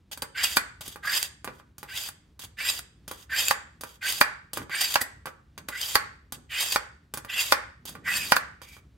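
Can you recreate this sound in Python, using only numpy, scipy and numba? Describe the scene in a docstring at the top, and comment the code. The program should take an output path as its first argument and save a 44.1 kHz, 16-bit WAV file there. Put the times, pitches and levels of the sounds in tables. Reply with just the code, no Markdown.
"""A small tiled kitchen: a knife is drawn eleven times through a hand-held sharpener on a cutting board.
Each time the blade clicks into the slot, slides lightly forward and is pulled back with a gritty,
rising rasp: the edge fractures finely while the blade's bending resonances climb. Often the tip then
drops out and knocks on the plastic housing. The room rings behind it, over a low house rumble."""
import sys
import numpy as np
from scipy import signal
from scipy.fft import rfft, irfft
from scipy.io import wavfile
from numba import njit

SR = 44100
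rng = np.random.default_rng(int(sys.argv[2]) if len(sys.argv) > 2 else 0)


def materialize(psi):
    """Save the field psi as 16-bit PCM at rate SR to the path in sys.argv[1].

    A 1-D psi becomes a single channel; in a 2-D psi each row is a channel.
    """
    bounded = np.clip(np.atleast_2d(psi).T, -1, 1)
    quanta = np.round(bounded * 32767).astype(np.int16)
    wavfile.write(sys.argv[1], SR, quanta)


N = 395571
TIME = np.arange(N) / SR


def amp(db):
    """Decibels to gain."""
    return 10 ** (np.asarray(db) / 20)


def unit(x):
    """Scale to rms 1."""
    return x / np.sqrt(np.mean(x ** 2) + 1e-20)


def at_hz(points, hz):
    """Read a table along a log-frequency axis."""
    f, value = np.transpose(points)
    return np.interp(np.log(np.maximum(hz, 1)), np.log(f), value)


def butter(x, hz, kind, order=2):
    """Causal Butterworth filter."""
    return signal.sosfilt(signal.butter(order, hz, kind, fs=SR, output="sos"), x)


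def convolve(x, response):
    """Convolve per channel, cut to N samples."""
    return signal.fftconvolve(np.atleast_2d(x), np.atleast_2d(response), axes=1)[:, :N]


def colour(spectrum, peaks=(), size=4096):
    """Minimum-phase response of unit energy: broad spectrum plus resonant peaks."""
    hz = np.fft.rfftfreq(size, 1 / SR)
    peaks_db = sum(lift / (1 + (2 * (hz - f) / width) ** 2) for f, width, lift in peaks)
    cepstrum = irfft(np.log(amp(at_hz(spectrum, hz) + peaks_db)))
    cepstrum[1:size // 2] *= 2
    cepstrum[size // 2 + 1:] = 0
    response = irfft(np.exp(rfft(cepstrum)))
    return response / np.linalg.norm(response)


def drift(rate_hz):
    """Slow random curve, rms 1."""
    return unit(np.interp(TIME * rate_hz, np.arange(N), rng.standard_normal(N)))


def swells(rows):
    """Bell-shaped gains from (time [s], level [dB], length [s])."""
    return sum(amp(db) * np.exp(-np.minimum((2 * (TIME - s) / length) ** 2, 20))
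               for s, db, length in rows)


def grit(grain_db, judder_db):
    """Tiny fractures of the edge, clumped by steel grain and hand judder."""
    return unit(rng.standard_normal(N) * amp(grain_db * drift(1400) + judder_db * drift(170)))


@njit
def gliding_resonance(x, angle, radius):
    """Two-pole resonance with a moving centre, angle in rad/sample."""
    y = np.zeros(len(x))
    for i in range(2, len(x)):
        y[i] = x[i] - x[i - 2] + 2 * radius * np.cos(angle[i]) * y[i - 1] - radius * radius * y[i - 2]
    return y


def blade_mode(drive, hz, width_hz, waver):
    """Blade resonance wavering as the contact point moves; rms 1."""
    angle = 2 * np.pi * hz * (1 + waver * drift(50)) / SR
    return unit(gliding_resonance(drive, angle, np.exp(-np.pi * width_hz / SR)))


# pulls: (start [s], time to peak pressure [s], length [s], flex [dB], peak grind [dB],
# run-out grind [dB], opening pitch [Hz], closing pitch [Hz])
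PULL_STROKES = [(0.343, 0.11, .222, -29.5, -29, -36, 2089, 2810),
                (1.024, 0.15, .228, -34, -24.5, -36.5, 1603, 2586),
                (1.872, .11, 0.2, -41.5, -32.5, -36.5, 2177, 2960),
                (2.567, .13, 0.21, -33.5, -28, -37, 2180, 2900),
                (3.291, 0.12, .217, -31.5, -27.5, -31, 1906, 3042),
                (4.008, .08, 0.18, -32, -26, -34.5, 1995, 2677),
                (4.695, 0.15, .258, -31.5, -26, -33.5, 1950, 2964),
                (5.695, .12, .257, -40.5, -35, -33.5, 1777, 3180),
                (6.49, 0.14, .265, -31.5, -28.5, -31.5, 2470, 2654),
                (7.277, 0.14, .243, -31.5, -29, -34, 2545, 2830),
                (8.038, .135, .277, -32.5, -27.5, -36, 1992, 2357)]
def pulls(contact_s=0.03, grind_swell_db=21.5, grind_ease_s=0.014,
          flex_attack_s=0.051, flex_swell_db=3.5, flex_fall_db=17, flex_fall_s=0.018,
          climb_delay_s=0.035, climb_overrun_s=0.022):
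    """Flex gain, grind gain, pitch: pressure peaks and eases; the shortening overhang stiffens."""
    flex, grind, hz = np.zeros(N), np.zeros(N), np.full(N, float(PULL_STROKES[0][-2]))
    for start, peak_s, length, flex_db, grind_db, runout_db, opening_hz, closing_hz in PULL_STROKES:
        span = (TIME >= start) & (TIME < start + length + contact_s)
        t = TIME[span] - start
        contact = np.clip(np.minimum(t, length + contact_s - t) / contact_s, 0, 1)
        past_s = np.maximum(t - peak_s, 0)
        bend_db = np.interp(t, [0, flex_attack_s], [-flex_swell_db, 0])
        stiffen_db = flex_fall_db * (1 - np.exp(-past_s / flex_fall_s))
        press_db = np.interp(t, [0, peak_s], [-grind_swell_db, 0])
        ease_db = (runout_db - grind_db) * (1 - np.exp(-past_s / grind_ease_s))
        flex[span] = contact * amp(flex_db + bend_db - stiffen_db)
        grind[span] = contact * amp(grind_db + press_db + ease_db)
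        hz[span] = np.interp(t, [climb_delay_s, peak_s + climb_overrun_s], [opening_hz, closing_hz])
    return flex, grind, hz


# edge catches: (time [s], relative level [dB], length [s])
EDGE_BITES = [(0.222, -25, 0.0027), (0.441, -22.5, 0.012), (1.229, -18.5, 0.0025), (2.701, -31, 0.0092),
              (3.392, -30.5, 0.025), (3.484, -17, 0.0017), (4.101, -32, 0.012), (4.125, -22.5, 0.0039),
              (4.814, -26.5, 0.011), (4.923, -31.5, 0.005), (4.943, -25, 0.008), (5.688, -33, 0.0061),
              (5.815, -32, 0.0054), (6.610, -29, 0.013), (6.725, -23.5, 0.0072), (7.405, -34, 0.028)]
def bites():
    """Extra pressure as the edge catches, in a pull or on seating."""
    return swells(EDGE_BITES)


def stereo_grit():
    """Gritty scraping, partly shared and partly independent between left and right."""
    shared, left, right = (grit(grain_db=3, judder_db=2.2) for _ in range(3))
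    return unit(shared + np.array([left, right]))


# blade and sharpening plate modes: (frequency [Hz], width [Hz], lift [dB])
STEEL_MODES = [(2370, 170, -2.5), (3320, 740, 9.5), (3760, 290, 6.5), (4647, 380, 11), (5020, 300, 4.5),
               (6520, 360, 7.5), (6920, 110, 4), (8100, 540, 5), (9340, 430, 7), (11200, 350, 3.5),
               (12500, 83, 1.5), (14500, 430, -8)]
# grinding spectrum: (frequency [Hz], level [dB])
GRIND_SPECTRUM = [(100, -14), (500, -3.5), (1000, 0.5), (1600, 1), (3000, 3), (4200, -4), (5800, 1),
                  (9000, -1), (10000, -5), (12000, 3.5), (15500, -3)]
def grinding(grind, pull_db=-2, bite_db=-1, slide_db=-1.5, chips_db=-4, chips_hz=8500):
    """Edge pressure drives grit into the steel; harder pulls shed more fine, bright chips."""
    pressure = amp(pull_db) * grind + amp(bite_db) * bites() + amp(slide_db) * slides()
    chipping = amp(chips_db) * pressure * (pressure / grind.max()) ** 0.98
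    chips = butter(chipping * stereo_grit(), chips_hz, "high")
    return convolve(pressure * stereo_grit() + chips, colour(GRIND_SPECTRUM, STEEL_MODES))


# bending spectrum: (frequency [Hz], level [dB])
FLEX_SPECTRUM = [(100, -17), (600, 2.5), (1050, 0.5), (1500, 8), (2600, 3), (3500, 5.5), (4500, -0.5),
                 (15000, -67.5)]
def flexing(drive, flex, hz, cluster_db=-5, spread=0.21):
    """The blade bends about the slot; its resonances climb as the overhang shortens."""
    cluster = sum(blade_mode(drive, hz * (1 + k * spread), width_hz=15, waver=0.048) for k in (-1, 0, 1))
    broad = blade_mode(drive, hz, width_hz=660, waver=0.0071)
    return flex * unit(convolve(broad + amp(cluster_db) * cluster, colour(FLEX_SPECTRUM)))


# upper blade modes: (frequency [Hz], relative level [dB])
WHINE_MODES = [(2560, -2.5), (3300, -6.5), (3850, -4), (4650, 2.5), (4900, 2.5), (7300, 1), (8600, -4),
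               (12800, -1)]
def whine(drive, flex, grind, level_db=-9, flex_share_db=-10, flare_db=3.5, flare_rate_hz=50):
    """Upper modes flare and wander, loudest where the edge presses hardest."""
    modes = np.zeros(N)
    for hz, db in WHINE_MODES:
        flare = amp(db + flare_db * drift(flare_rate_hz))
        modes += flare * blade_mode(drive, hz, width_hz=57, waver=0.018)
    pressure = grind + bites() + amp(flex_share_db) * flex
    return amp(level_db) * pressure * (pressure / pressure.max()) ** 0.37 * modes


# stick-slip bursts: (time [s], relative level [dB], length [s], pitch [Hz])
STICK_SLIPS = [(1.084, -31.5, 0.02, 1674), (5.016, -24, .014, 1940), (5.834, -30.5, .016, 3130),
               (7.305, -29, 0.017, 2680), (7.374, -26, 0.05, 2637), (8.081, -30, 0.053, 1906),
               (8.147, -31, 0.077, 2547), (8.221, -32.5, 0.071, 2480), (8.698, -50, 0.13, 2335)]
def squeals(drive, level_db=-1):
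    """The blade sticks and slips into short, rough squeals."""
    return amp(level_db) * sum(swells([(s, db, length)]) * blade_mode(drive, hz, width_hz=68, waver=0.0095)
                               for s, db, length, hz in STICK_SLIPS)


# blade entries: (time [s], landing knock [dB], landing click [dB], slide [dB], slide length [s],
# seating delay [s], seating knock [dB], seating click [dB]); levels relative
SLOT_ENTRIES = [(0.114, -41.5, -48, -38, 0.044, 0.11, -21.5, -29),
                (0.809, -34, -35.5, -39, 0.15, .15, -30.5, -44),
                (1.445, -26, -33, -55.5, 0.17, 0.031, -22, -48),
                (1.782, -44, -39, -58, 0.11, 0.048, -28.5, -38.5),
                (2.393, -42, -40, -39.5, 0.077, 0.044, -40, -39.5),
                (3.079, -34.5, -33.5, -48, 0.18, 0.034, -26.5, -33),
                (3.81, -38.5, -32.5, -50.5, 0.17, 0.026, -26, -34.5),
                (4.533, -33.5, -26, -42, 0.11, .04, -19.5, -29.5),
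                (5.257, -26, -35.5, -39.5, 0.046, 0.014, -24.5, -54),
                (5.578, -30, -47, -39.5, 0.023, .109, -23, -30),
                (6.323, -33.5, -29, -38, 0.045, 0.028, -47, -57),
                (7.139, -26.5, -25.5, -50, 0.071, 0.035, -25.5, -29.5),
                (7.854, -42.5, -34, -44, 0.1, 0.099, -30.5, -49.5),
                (8.617, -33.5, -49.5, -51, 0.19, 0.15, -40, -61)]
def slides(fade_db=7, stutter_db=3, lift_off_s=0.025):
    """Light, stuttering pressure as the blade slides forward."""
    pressure = np.zeros(N)
    for s, _, _, db, length, *_ in SLOT_ENTRIES:
        at, size = int(s * SR), int(length * SR)
        lift_off = np.minimum(TIME[size:0:-1] / lift_off_s, 1)
        slide = amp(db - np.linspace(0, fade_db, size)) * lift_off
        pressure[at:at + size] += slide[:N - at]
    return pressure * amp(stutter_db * drift(60))


# steel contact spectrum: (frequency [Hz], level [dB])
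CLICK_SPECTRUM = [(100, 5.5), (700, -2), (2000, -13.5), (4500, -5), (7000, -3), (9000, -1), (12000, 1.5),
                  (15500, -1.5)]
def clicks(events, level_db, skid_t60_s, chatter_t60_s):
    """Steel on steel: the blade skids into each contact, then chatters."""
    force, t = np.zeros(N), np.arange(-SR // 20, SR // 10) / SR
    envelope_db = -60 * np.maximum(t / chatter_t60_s, -t / skid_t60_s)
    for s, _, db in events:
        at = int((s + t[0]) * SR)
        force[at:at + len(t)] += amp(db + level_db + envelope_db)
    chatter = rng.standard_normal(N) + 0.5 * rng.standard_normal((2, N))
    softer_modes = [(hz, width, 0.78 * lift) for hz, width, lift in STEEL_MODES]
    return convolve(force * chatter, colour(CLICK_SPECTRUM, softer_modes))


# modes of the housing on the board: (frequency [Hz], width [Hz], lift [dB])
HOUSING_MODES = [(293, 5.7, 3), (560, 140, 8.5), (826, 56, 10), (983, 230, 5.5), (1127, 42, 3.5),
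                 (1184, 20, 6.5), (1450, 140, 3.5), (1394, 600, 4), (1579, 110, 1), (1855, 12, 4.5),
                 (1910, 23, 4), (2390, 120, 7), (4660, 260, 8.5)]
def knocks(events, spectrum, level_db, rattle, rattle_t60_s, stereo, left_lag_samples=4, left_db=-1):
    """A blow and its brief rattle ring the plastic housing."""
    force, t = np.zeros((2, N)), TIME[:SR // 20]
    for s, db, _ in events:
        noise = rng.standard_normal(len(t)) + stereo * rng.standard_normal((2, len(t)))
        blow = noise * amp(-60 * t / rattle_t60_s)
        blow *= rattle / np.linalg.norm(blow, axis=1, keepdims=True)
        blow[:, 0] += 1   # impact
        at = int(s * SR)
        force[:, at:at + len(t)] += amp(db + level_db) * blow
    left, right = convolve(force, colour(spectrum, HOUSING_MODES))
    late_left = np.interp(np.arange(N) - left_lag_samples, np.arange(N), left)
    return np.array([amp(left_db) * late_left, right])


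# tip drops and bounces: (time [s], knock [dB], click [dB]); levels relative
TIP_DROPS = [(0.57, -7, -17.5), (2.089, -35, -34), (2.792, -35, -33), (3.51, -8.5, -23.5),
             (4.213, -2.5, -17.5), (4.957, -7, -24), (5.017, -31, -21), (5.955, -3.5, -18),
             (6.76, -10.5, -28), (7.523, -2.5, -19.5), (8.321, -3.5, -20.5), (8.366, -12.5, -24.5)]
# drop knock spectrum: (frequency [Hz], level [dB])
DROP_SPECTRUM = [(30, -29), (150, -11.5), (450, -10), (700, -8.5), (1150, -3), (1800, 0.5), (2500, -7.5),
                 (5000, -9), (15000, -44)]
def tip_drops():
    """The tip falls from the slot onto the housing: steel click, plastic knock."""
    click = clicks(TIP_DROPS, level_db=-0.5, skid_t60_s=0.028, chatter_t60_s=0.035)
    knock = knocks(TIP_DROPS, DROP_SPECTRUM, level_db=13.5, rattle=1.8, rattle_t60_s=0.02, stereo=0.59)
    return click, knock


# stray taps on the slot wall: (time [s], knock [dB], click [dB]); levels relative
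WALL_TAPS = [(0.175, -35.5, -36.5), (0.879, -42, -32), (1.599, -40.5, -77), (4.618, -33, -67),
             (4.696, -31, -49.5), (7.248, -30.5, -42), (7.892, -40.5, -34.5)]
# light knock spectrum: (frequency [Hz], level [dB])
TOUCH_SPECTRUM = [(30, -23.5), (150, 1), (450, 0.5), (720, -7), (1150, -0.5), (1700, -2), (2400, -5),
                  (5000, -18), (15000, -39.5)]
def slot_touches():
    """The blade lands, seats and taps in the slot, each a click and a light knock."""
    landings = [(s, knock_db, click_db) for s, knock_db, click_db, *_ in SLOT_ENTRIES]
    seatings = [(s + delay, knock_db, click_db) for s, *_, delay, knock_db, click_db in SLOT_ENTRIES]
    events = landings + seatings + list(WALL_TAPS)
    click = clicks(events, level_db=-1, skid_t60_s=0.0015, chatter_t60_s=0.042)
    knock = knocks(events, TOUCH_SPECTRUM, level_db=14, rattle=0.95, rattle_t60_s=0.1, stereo=0.51)
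    return click + knock


# sharpener shifts: (time [s], relative level [dB], length [s])
BOARD_SHIFTS = [(4.605, 12, 0.063), (5.618, -2, 0.098), (6.38, 2.5, 0.07), (7.936, 0.5, 0.095),
                (8.176, 1.5, 0.52)]
def shifting(level_db=-53, band_hz=(80, 280)):
    """The sharpener rubs dully on the board as the hand steadies it."""
    rub = unit(butter(rng.standard_normal(N), band_hz, "band"))
    return amp(level_db) * swells(BOARD_SHIFTS) * rub


def afterring(level_db=-25, band_hz=(1250, 2050), t60_s=0.43, build_s=0.011):
    """Tip drops leave a diffuse midrange ring among counter and tiles."""
    power = np.zeros(N)
    for s, db, _ in TIP_DROPS:
        t = np.maximum(TIME - s, 0)
        power += (amp(db + level_db - 60 * t / t60_s) * np.minimum(t / build_s, 1)) ** 2
    return np.sqrt(power) * unit(butter(rng.standard_normal((2, N)), band_hz, "band"))


# room tail spectrum: (frequency [Hz], level [dB])
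TAIL_SPECTRUM = [(100, -9.5), (400, 3.5), (1050, 0), (1720, 2), (2400, -5), (5000, -8), (9000, -0.5),
                 (15000, -6.5)]
# room decay: (frequency [Hz], T60 [s])
TAIL_DECAY = [(150, 0.55), (600, 0.38), (1600, 0.45), (4000, 0.45), (8000, 0.38), (15000, 0.042)]
def kitchen(x, tail_db, near_db=-7, near_t60_s=0.092, gap_s=0.0053):
    """Board and backsplash scatter at once; the room tail follows and dies band by band."""
    t = TIME[:SR * 3 // 4]
    near = rng.standard_normal((2, len(t))) * amp(-60 * t / near_t60_s) * (t > 0.0007)
    near = butter(near, 800, "high")   # long waves bend round
    near /= np.linalg.norm(near, axis=1, keepdims=True)
    hz = np.fft.rfftfreq(len(t), 1 / SR)
    spectrum = rfft(rng.standard_normal((2, len(t)))) * amp(at_hz(TAIL_SPECTRUM, hz))
    edges_hz, tail = np.geomspace(60, 20000, 15), np.zeros_like(near)
    for low, high in zip(edges_hz, edges_hz[1:]):
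        band = irfft(spectrum * (hz >= low) * (hz < high), len(t))
        tail += band * amp(-60 * t / at_hz(TAIL_DECAY, np.sqrt(low * high)))
    tail *= np.clip(t / gap_s - 1, 0, 1) / np.sqrt(0.016 * SR)
    return x + convolve(x, amp(near_db) * near + amp(tail_db) * tail)


# house rumble spectrum: (frequency [Hz], level [dB])
RUMBLE_SPECTRUM = [(20, -17), (40, -3.5), (62, 11), (85, 5), (150, 0), (300, -9), (600, -24), (1500, -28),
                   (4000, -32.5), (15000, -48)]
def house_rumble(level_db=-56.5, flutter_db=1.5, stereo=0.28, stereo_above_hz=260):
    """Low, steady rumble of the house, near mono in the bass."""
    sides = butter(rng.standard_normal((2, N)), stereo_above_hz, "high", order=1)
    gain = amp(level_db + flutter_db * drift(20))
    return gain * unit(convolve(rng.standard_normal(N) + stereo * sides, colour(RUMBLE_SPECTRUM)))


def scene(balance_db=1.14):
    """Knife and sharpener in the kitchen, slightly right, over the rumble."""
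    flex, grind, hz = pulls()
    drive = grit(grain_db=0, judder_db=2.5)
    blade = flexing(drive, flex, hz) + whine(drive, flex, grind) + squeals(drive) + grinding(grind)
    drop_click, drop_knock = tip_drops()
    heard = kitchen(blade + drop_click + slot_touches() + shifting(), tail_db=-10)
    heard += kitchen(drop_knock, tail_db=-14.5) + afterring()
    return heard * amp([[-balance_db / 2], [balance_db / 2]]) + house_rumble()


def record(dry, low_cut_hz=38, high_cut_hz=15800):
    """Low cut, soft clipping of the hardest knocks, steep high cut."""
    rounded = np.tanh(butter(dry, low_cut_hz, "high"))
    return signal.sosfilt(signal.ellip(10, 0.1, 80, high_cut_hz, fs=SR, output="sos"), rounded)


dry = scene()
out = record(dry)
materialize(out)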